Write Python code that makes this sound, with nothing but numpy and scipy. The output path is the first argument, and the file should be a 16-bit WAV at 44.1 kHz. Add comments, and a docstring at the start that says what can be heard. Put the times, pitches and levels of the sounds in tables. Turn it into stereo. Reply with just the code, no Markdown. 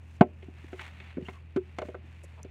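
"""An empty wooden brick mould is knocked on sandy ground, rubbed through the sand, turned and set down.
Each blow adds a thud (a fading low tone), a ring (several fading tones) and a crunch (fading noise).
Shaped noise makes the sand hiss and the open air; gliding tones squeak, scuff or bump; tiny snaps crackle.
Steady low tones hum like a distant engine, and the yard returns a faint, dull echo of the blows."""
import sys
import numpy as np
from scipy import signal
from scipy.io import wavfile

SR = 44100
rng = np.random.default_rng(int(sys.argv[2]) if len(sys.argv) > 2 else 0)


def wav_record(signal):
    """Record a signal, one row per channel, as 16-bit PCM in the file named by sys.argv[1]."""
    frames = np.transpose(np.atleast_2d(signal))
    bounded = np.clip(frames, -1, 1)
    # unit amplitude maps onto the largest positive 16-bit level
    quanta = np.round(bounded * 32767).astype(np.int16)
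    wavfile.write(sys.argv[1], SR, quanta)


N = 110250
T = np.arange(N) / SR  # time in seconds

# Sand rubbed by box and hands. Each row: time in seconds, scrape level in dB, fine hiss level in dB.
RUBBING = [(0, -69, -79.5), (.16, -63, -70.5), (0.209, -67.5, -84), (0.359, -73, -82), (.43, -62.5, -77),
           (.52, -68, -79.5), (.58, -58.5, -74), (0.759, -59, -69.5), (0.815, -44, -60.5),
           (.93, -57, -73.5), (1.11, -54, -74.5), (1.19, -66, -82.5), (1.269, -57, -66),
           (1.361, -59.5, -73), (1.439, -69, -86.5), (1.81, -61, -76), (1.858, -59.5, -68),
           (2.011, -66, -89), (2.06, -61.5, -76), (2.33, -61, -75.5), (2.5, -67, -84)]
# Tone colour of the scrape. Each row: frequency in Hz, relative level in dB per Hz.
SCRAPE_COLOUR = [(200, -12), (400, -5.5), (700, 4), (1300, 2), (2200, 10.5), (3000, 1.5), (4000, -6),
                 (4800, -35), (15000, -40)]
# Tone colour of the fine hiss. 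Each row: frequency in Hz, relative level in dB per Hz.
HISS_COLOUR = [(1500, -14.5), (3500, -1), (7000, 3), (9000, -3), (12000, -13.5), (15000, -11)]
GRAIN_DB, GRAINS_PER_S = 2.5, 350  # random unevenness of the rubbing

# Steady tones of the engine. Each row: frequency in Hz, rms level in dB before panning.
HUM = [(61.3, -64.5), (81.3, -48.5), (123.7, -60)]
HUM_WANDER_RAD = 0.066  # phase wander of the second tone; the others scale with frequency

# Tone colour of the open air. Each row: frequency in Hz, relative level in dB per Hz.
AIR_COLOUR = [(25, -14.5), (115, 2), (180, 3), (300, -7.5), (550, -13), (2100, -22), (2650, -10.5),
              (3400, -37), (5000, -36.5), (15000, -52)]
AIR_DB = -58.5

# Frequencies in Hz at which the strength of a blow is given.
STRENGTH_HZ = [380, 580, 730, 1400, 2400, 7000]
# Blows of the mould. Each row: start in seconds, thud frequency in Hz, thud peak in dB before panning,
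# then the strength of ring and crunch in dB at each of STRENGTH_HZ.
BLOWS = [(0.2095, 202, -2.5, -15, -14, -4, -22.5, -30.5, -46.5),
         (0.424, 200, -54, -43.5, -62, -53.5, -67.5, -49.5, -76),
         (0.484, 253, -35, -48, -69, -52, -60, -90, -80),
         (0.73, 308, -33.5, -33.5, -40, -45.5, -44.5, -52, -62.5),
         (0.793, 195, -70, -47, -64, -51, -39, -41, -67.5),
         (1.001, 197, -56, -52, -63.5, -58, -53, -44.5, -65),
         (1.1702, 261, -25.5, -30.5, -51, -50.5, -51.5, -55, -100),
         (1.182, 275, -23.5, -29.5, -39, -78, -75, -77, -80),
         (1.209, 410, -53, -39, -45, -74, -75, -70, -82),
         (1.2232, 168, -33, -45, -66, -66, -79, -56.5, -71),
         (1.2839, 198, -35, -40.5, -47, -36.5, -38.5, -40.5, -72),
         (1.5617, 257, -18, -29, -44, -37.5, -39.5, -44.5, -50),
         (1.5691, 230, -30, -16.5, -43.5, -50, -39.5, -75.5, -64.5),
         (1.785, 302, -31.5, -38.5, -26, -33, -35, -42, -44),
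         (1.8175, 310, -35, -42, -17.5, -33, -37.5, -48, -56),
         (1.8513, 227, -38.5, -50, -65, -60, -53, -59, -72),
         (1.886, 290, -34.5, -39.5, -24.5, -48, -57, -58, -66),
         (1.9446, 254, -48, -37, -31, -44.5, -39, -59, -68),
         (2.447, 260, -38, -43, -36.5, -79, -65, -58, -69)]
# Ringing tones (modes) of the wooden box. Each row: frequency in Hz before any detuning,
# level in dB relative to the blow's strength, time to fade by 60 dB in seconds.
BOX_MODES = [(367.2, -1, 0.11), (396, -2.5, 0.085), (483, -2.5, 0.067), (593, -19, 0.18),
             (636, -5.5, 0.073), (718, -1.5, 0.067), (833, -13.5, 0.06), (1047, -7.5, 0.06),
             (1317, -11.5, 0.079), (1521.6, -5.5, 0.06), (1990, -10.5, 0.076), (2166, -1, 0.056),
             (2930, -5.5, 0.0461)]
MODE_RISE_CYCLES, GRIP_DETUNE, GRIP_ABOVE_HZ = 1, 0.0077, 800  # detune is a fraction of the frequency
THUD_RISE_S, THUD_FADE_CYCLES, THUD_LOW_HZ = 0.00252, 0.47, 108
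# Left-right balance of the blows. Each row: frequency in Hz, left minus right in dB.
BLOW_PAN = [(250, 1.05), (700, 0.5), (1400, 5), (4000, -5)]

# Grit crushed in each blow. Each row: frequency in Hz, level in dB relative to the blow's strength,
# time to fade by 60 dB in seconds.
CRUNCH = [(448.5, -6, 0.045), (818, -5, 0.056), (1340, -2.5, 0.032), (2478, -1, 0.059), (3820, -2, 0.036),
          (5200, -5, 0.012), (7000, -4.5, 0.038), (10960, -24.5, 0.018)]
CRUNCH_RISE_S, CRUNCH_LIKENESS = 0.0011, 0.53  # likeness: 0 is unrelated ears, 1 is identical ears

# Faint echo of the blows.
YARD_DB, YARD_T60_S, YARD_RISE_S, YARD_LOW_HZ, YARD_HIGH_HZ = -35.5, 0.21, 0.0053, 215, 580

# Squeaks, scuffs and soft low bumps. Each row: start in seconds, length in seconds, start frequency in Hz,
# end frequency in Hz, width in Hz (random changes per second), rms level in dB before fading in and out.
SQUEAKS_AND_BUMPS = [(.638, 0.018, 309, 282.5, 250, -47), (1.244, 0.039, 2750, 3076, 490, -52),
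                     (1.325, 0.071, 1182, 1014, 179, -59), (2.038, 0.021, 277, 257, 197, -48),
                     (2.23, 0.029, 600, 340, 604, -51), (2.362, 0.06, 786, 842, 902, -55)]

# Crumbs crackling close by the hands. Each row: start in seconds, length in seconds,
# rms level in dB before panning, left minus right in dB.
CRUMBS = [(2.228, 0.031, -66, 14), (2.4286, 0.0038, -57.5, -10)]
SNAPS_PER_S, SNAP_LOW_HZ, SNAP_HIGH_HZ = 2200, 6050, 10000
TICK_AT_S = 2.431
# Ringing tones of one grain of stone. Each row: frequency in Hz, level in dB,
# time to fade by 60 dB in seconds.
TICK = [(6100, -43.5, 0.014), (7080, -41.5, 0.011)]

# The two ears. Each row: frequency in Hz, likeness of the ears from 0 to 1, left minus right in dB.
STEREO = [(203, 0.95, 1), (933, 0.51, 3), (2400, 0.151, -4.5), (6020, 0.0877, -3), (14000, 0.077, 7.5)]
STOP_HZ = 16600  # from here up the sound is cut by at least 60 dB


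def amp(db):
    """Turn decibels into a plain multiplier."""
    return 10 ** (np.asarray(db) / 20)


def rms_one(x):
    """Scale a sound so that its rms (average strength) is 1."""
    return x / np.sqrt(np.mean(x ** 2) + 1e-20)


def at_hz(rows, hz, axis=1):
    """Read one column of a table between its rows, on a log-frequency axis."""
    rows = np.array(rows)
    return np.interp(np.log(hz), np.log(rows[:, 0]), rows[:, axis])


def pan(db):
    """Left and right multipliers for a level difference in dB."""
    return amp(np.array([[db], [-db]]) / 2)


def band(x, low_hz, high_hz):
    """Keep the sound between two frequencies, with gentle slopes."""
    sos = signal.butter(2, [low_hz, min(high_hz, .45 * SR)], "band", fs=SR, output="sos")
    return signal.sosfilt(sos, x)


def drift(rate):
    """Random wander: straight lines between random points, `rate` points a second."""
    knots = rng.standard_normal(int(N / SR * rate) + 2)
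    return np.interp(T * rate, np.arange(len(knots)), knots)


def struck(t, rise_s, t60):
    """Loudness shape that swells quickly and fades by 60 dB in t60 seconds."""
    fade = np.exp(-np.log(1000) * t / t60)
    return (1 - np.exp(-t / rise_s)) * fade


def add(out, s, sound):
    """Mix a sound in, starting at s seconds."""
    i = int(s * SR)
    out[:, i:i + sound.shape[-1]] += sound[..., :N - i]


def noise_bands(likeness=None):
    """Split stereo noise into third-octave bands of rms 1: (centre Hz, band)."""
    edges = 22 * 2 ** (np.arange(30) / 3)
    white = rng.standard_normal((2, 2, N))
    for k, (low, high) in enumerate(zip(edges, edges[1:])):
        hz = np.sqrt(low * high)
        alike = np.clip(at_hz(STEREO, hz) if likeness is None else likeness, 0, 1)
        # Filter twice for steeper slopes; neighbouring bands take turns with two noises.
        low, high = low / 1.04, high * 1.04
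        mid, side = band(band(white[k % 2], low, high), low, high)
        opposite = side * np.array([[1], [-1]])
        yield hz, rms_one(np.sqrt(1 + alike) * mid + np.sqrt(1 - alike) * opposite)


def coloured(spectrum):
    """Stereo noise of rms 1 whose bands follow a given tone colour."""
    total = np.zeros((2, N))
    for hz, x in noise_bands():
        # Wider bands hold more noise, hence the square root of the frequency.
        total += x * np.sqrt(hz) * amp(at_hz(spectrum, hz)) * pan(at_hz(STEREO, hz, axis=2))
    return rms_one(total)


def sand():
    """Rubbed grains make a rough scrape and a finer hiss that share the same fast unevenness."""
    s, scrape_db, hiss_db = np.transpose(RUBBING)
    grain_db = GRAIN_DB * drift(GRAINS_PER_S)
    scrape = coloured(SCRAPE_COLOUR) * amp(np.interp(T, s, scrape_db) + grain_db)
    hiss = coloured(HISS_COLOUR) * amp(np.interp(T, s, hiss_db) + grain_db)
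    return scrape + hiss


def engine():
    """A distant engine hums as steady low tones whose phase wavers slightly."""
    lines = np.zeros(N)
    for hz, db in HUM:
        wander = HUM_WANDER_RAD * hz / HUM[1][0] * drift(12)
        lines += amp(db) * np.sin(2 * np.pi * (hz * T + rng.random()) + wander)
    return np.sqrt(2) * lines * pan(STEREO[0][2])  # root 2 turns rms into peak


def open_air():
    """Steady soft noise, strongest in the lows, fills the open yard."""
    return amp(AIR_DB) * coloured(AIR_COLOUR)


def strength_at(strength, hz):
    """Strength of one blow in dB at a frequency."""
    return at_hz(list(zip(STRENGTH_HZ, strength)), hz)


def thud(t, hz, db):
    """The ground gives a low tone that dies within a few cycles."""
    rise = (1 - np.exp(-t / THUD_RISE_S)) ** 2
    tone = rise * np.exp(-t * hz / THUD_FADE_CYCLES) * np.sin(2 * np.pi * hz * t)
    tone = signal.sosfilt(signal.butter(2, THUD_LOW_HZ, "high", fs=SR, output="sos"), tone)
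    return amp(db) * tone / np.abs(tone).max() * pan(at_hz(BLOW_PAN, hz))


def ring(t, strength):
    """The box rings in its modes; where it lands sets their strength, and the grip detunes the upper ones."""
    sound = np.zeros((2, len(t)))
    for k, (hz, db, t60) in enumerate(BOX_MODES):
        # Neighbouring modes start in opposite directions; the two lowest are close and beat.
        gain = (-1) ** k * amp(db + strength_at(strength, hz))
        if hz > GRIP_ABOVE_HZ:
            hz = hz * (1 + GRIP_DETUNE * rng.standard_normal())
        tone = struck(t, MODE_RISE_CYCLES / hz, t60) * np.sin(2 * np.pi * hz * t)
        sound += gain * tone * pan(at_hz(BLOW_PAN, hz))
    return sound


def mould():
    """Each blow thuds on the ground and sets the wooden box ringing."""
    out, t = np.zeros((2, N)), T[:SR // 2]
    for s, thud_hz, thud_db, *strength in BLOWS:
        add(out, s, thud(t, thud_hz, thud_db) + ring(t, strength))
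    return out


def crunch():
    """Grit crushed under each blow: a noise burst whose bands each fade at their own speed."""
    out, t = np.zeros((2, N)), T[:SR // 4]
    for hz, x in noise_bands(CRUNCH_LIKENESS):
        if hz <= 350:
            continue
        level = np.zeros((1, N))
        shape = struck(t, CRUNCH_RISE_S, at_hz(CRUNCH, hz, axis=2))
        for s, _, _, *strength in BLOWS:
            add(level, s, shape * amp(strength_at(strength, hz) + at_hz(CRUNCH, hz)))
        out += x * level * pan(at_hz(BLOW_PAN, hz))
    return out


def yard(x):
    """Ground and rows of bricks scatter the sound into a weak, dull, fading tail."""
    noise = rng.standard_normal((3, SR))
    dull = band(band(noise, YARD_LOW_HZ, YARD_HIGH_HZ), YARD_LOW_HZ, YARD_HIGH_HZ)
    shared, left, right = dull * struck(T[:SR], YARD_RISE_S, YARD_T60_S)
    tails = rms_one(shared + .5 * np.array([left, right])) / np.sqrt(SR)
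    return amp(YARD_DB) * signal.fftconvolve(x, tails, axes=1)[:, :N]


def squeaks_and_bumps():
    """Squeaks, scuffs and soft low bumps: a rough gliding tone, swelling and fading."""
    out = np.zeros((2, N))
    for s, length, start_hz, end_hz, width_hz, db in SQUEAKS_AND_BUMPS:
        hz = np.linspace(start_hz, end_hz, int(length * SR))
        roughness = (drift(width_hz) + 1j * drift(width_hz))[:len(hz)]
        rough_tone = np.real(roughness * np.exp(2j * np.pi * np.cumsum(hz) / SR))
        add(out, s, amp(db) * np.hanning(len(hz)) * rms_one(rough_tone))
    return out


def crumbs():
    """Crumbs make short showers of random snaps, and one grain of stone rings."""
    out, t = np.zeros((2, N)), T[:SR // 20]
    for s, length, db, pan_db in CRUMBS:
        n = int(length * SR)
        snaps = rng.standard_normal(n) * (rng.random(n) < SNAPS_PER_S / SR)
        bright = band(snaps * np.hanning(n), SNAP_LOW_HZ, SNAP_HIGH_HZ)
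        add(out, s, amp(db) * rms_one(bright) * pan(pan_db))
    for hz, db, t60 in TICK:
        add(out, TICK_AT_S, amp(db) * struck(t, 1 / hz, t60) * np.sin(2 * np.pi * hz * t))
    return out


def scene():
    """Blows and their scatter over sand, hum and open air, with squeaks, bumps and crumbs."""
    blows = mould() + crunch()
    background = sand() + engine() + open_air()
    return background + blows + yard(blows) + squeaks_and_bumps() + crumbs()


def record(dry):
    """Peaks beyond 0.95 are clipped flat, then the highest treble is cut."""
    treble_cut = signal.cheby2(12, 60, STOP_HZ, fs=SR, output="sos")
    return signal.sosfilt(treble_cut, np.clip(dry, -.95, .95))


dry = scene()
out = record(dry)
wav_record(out)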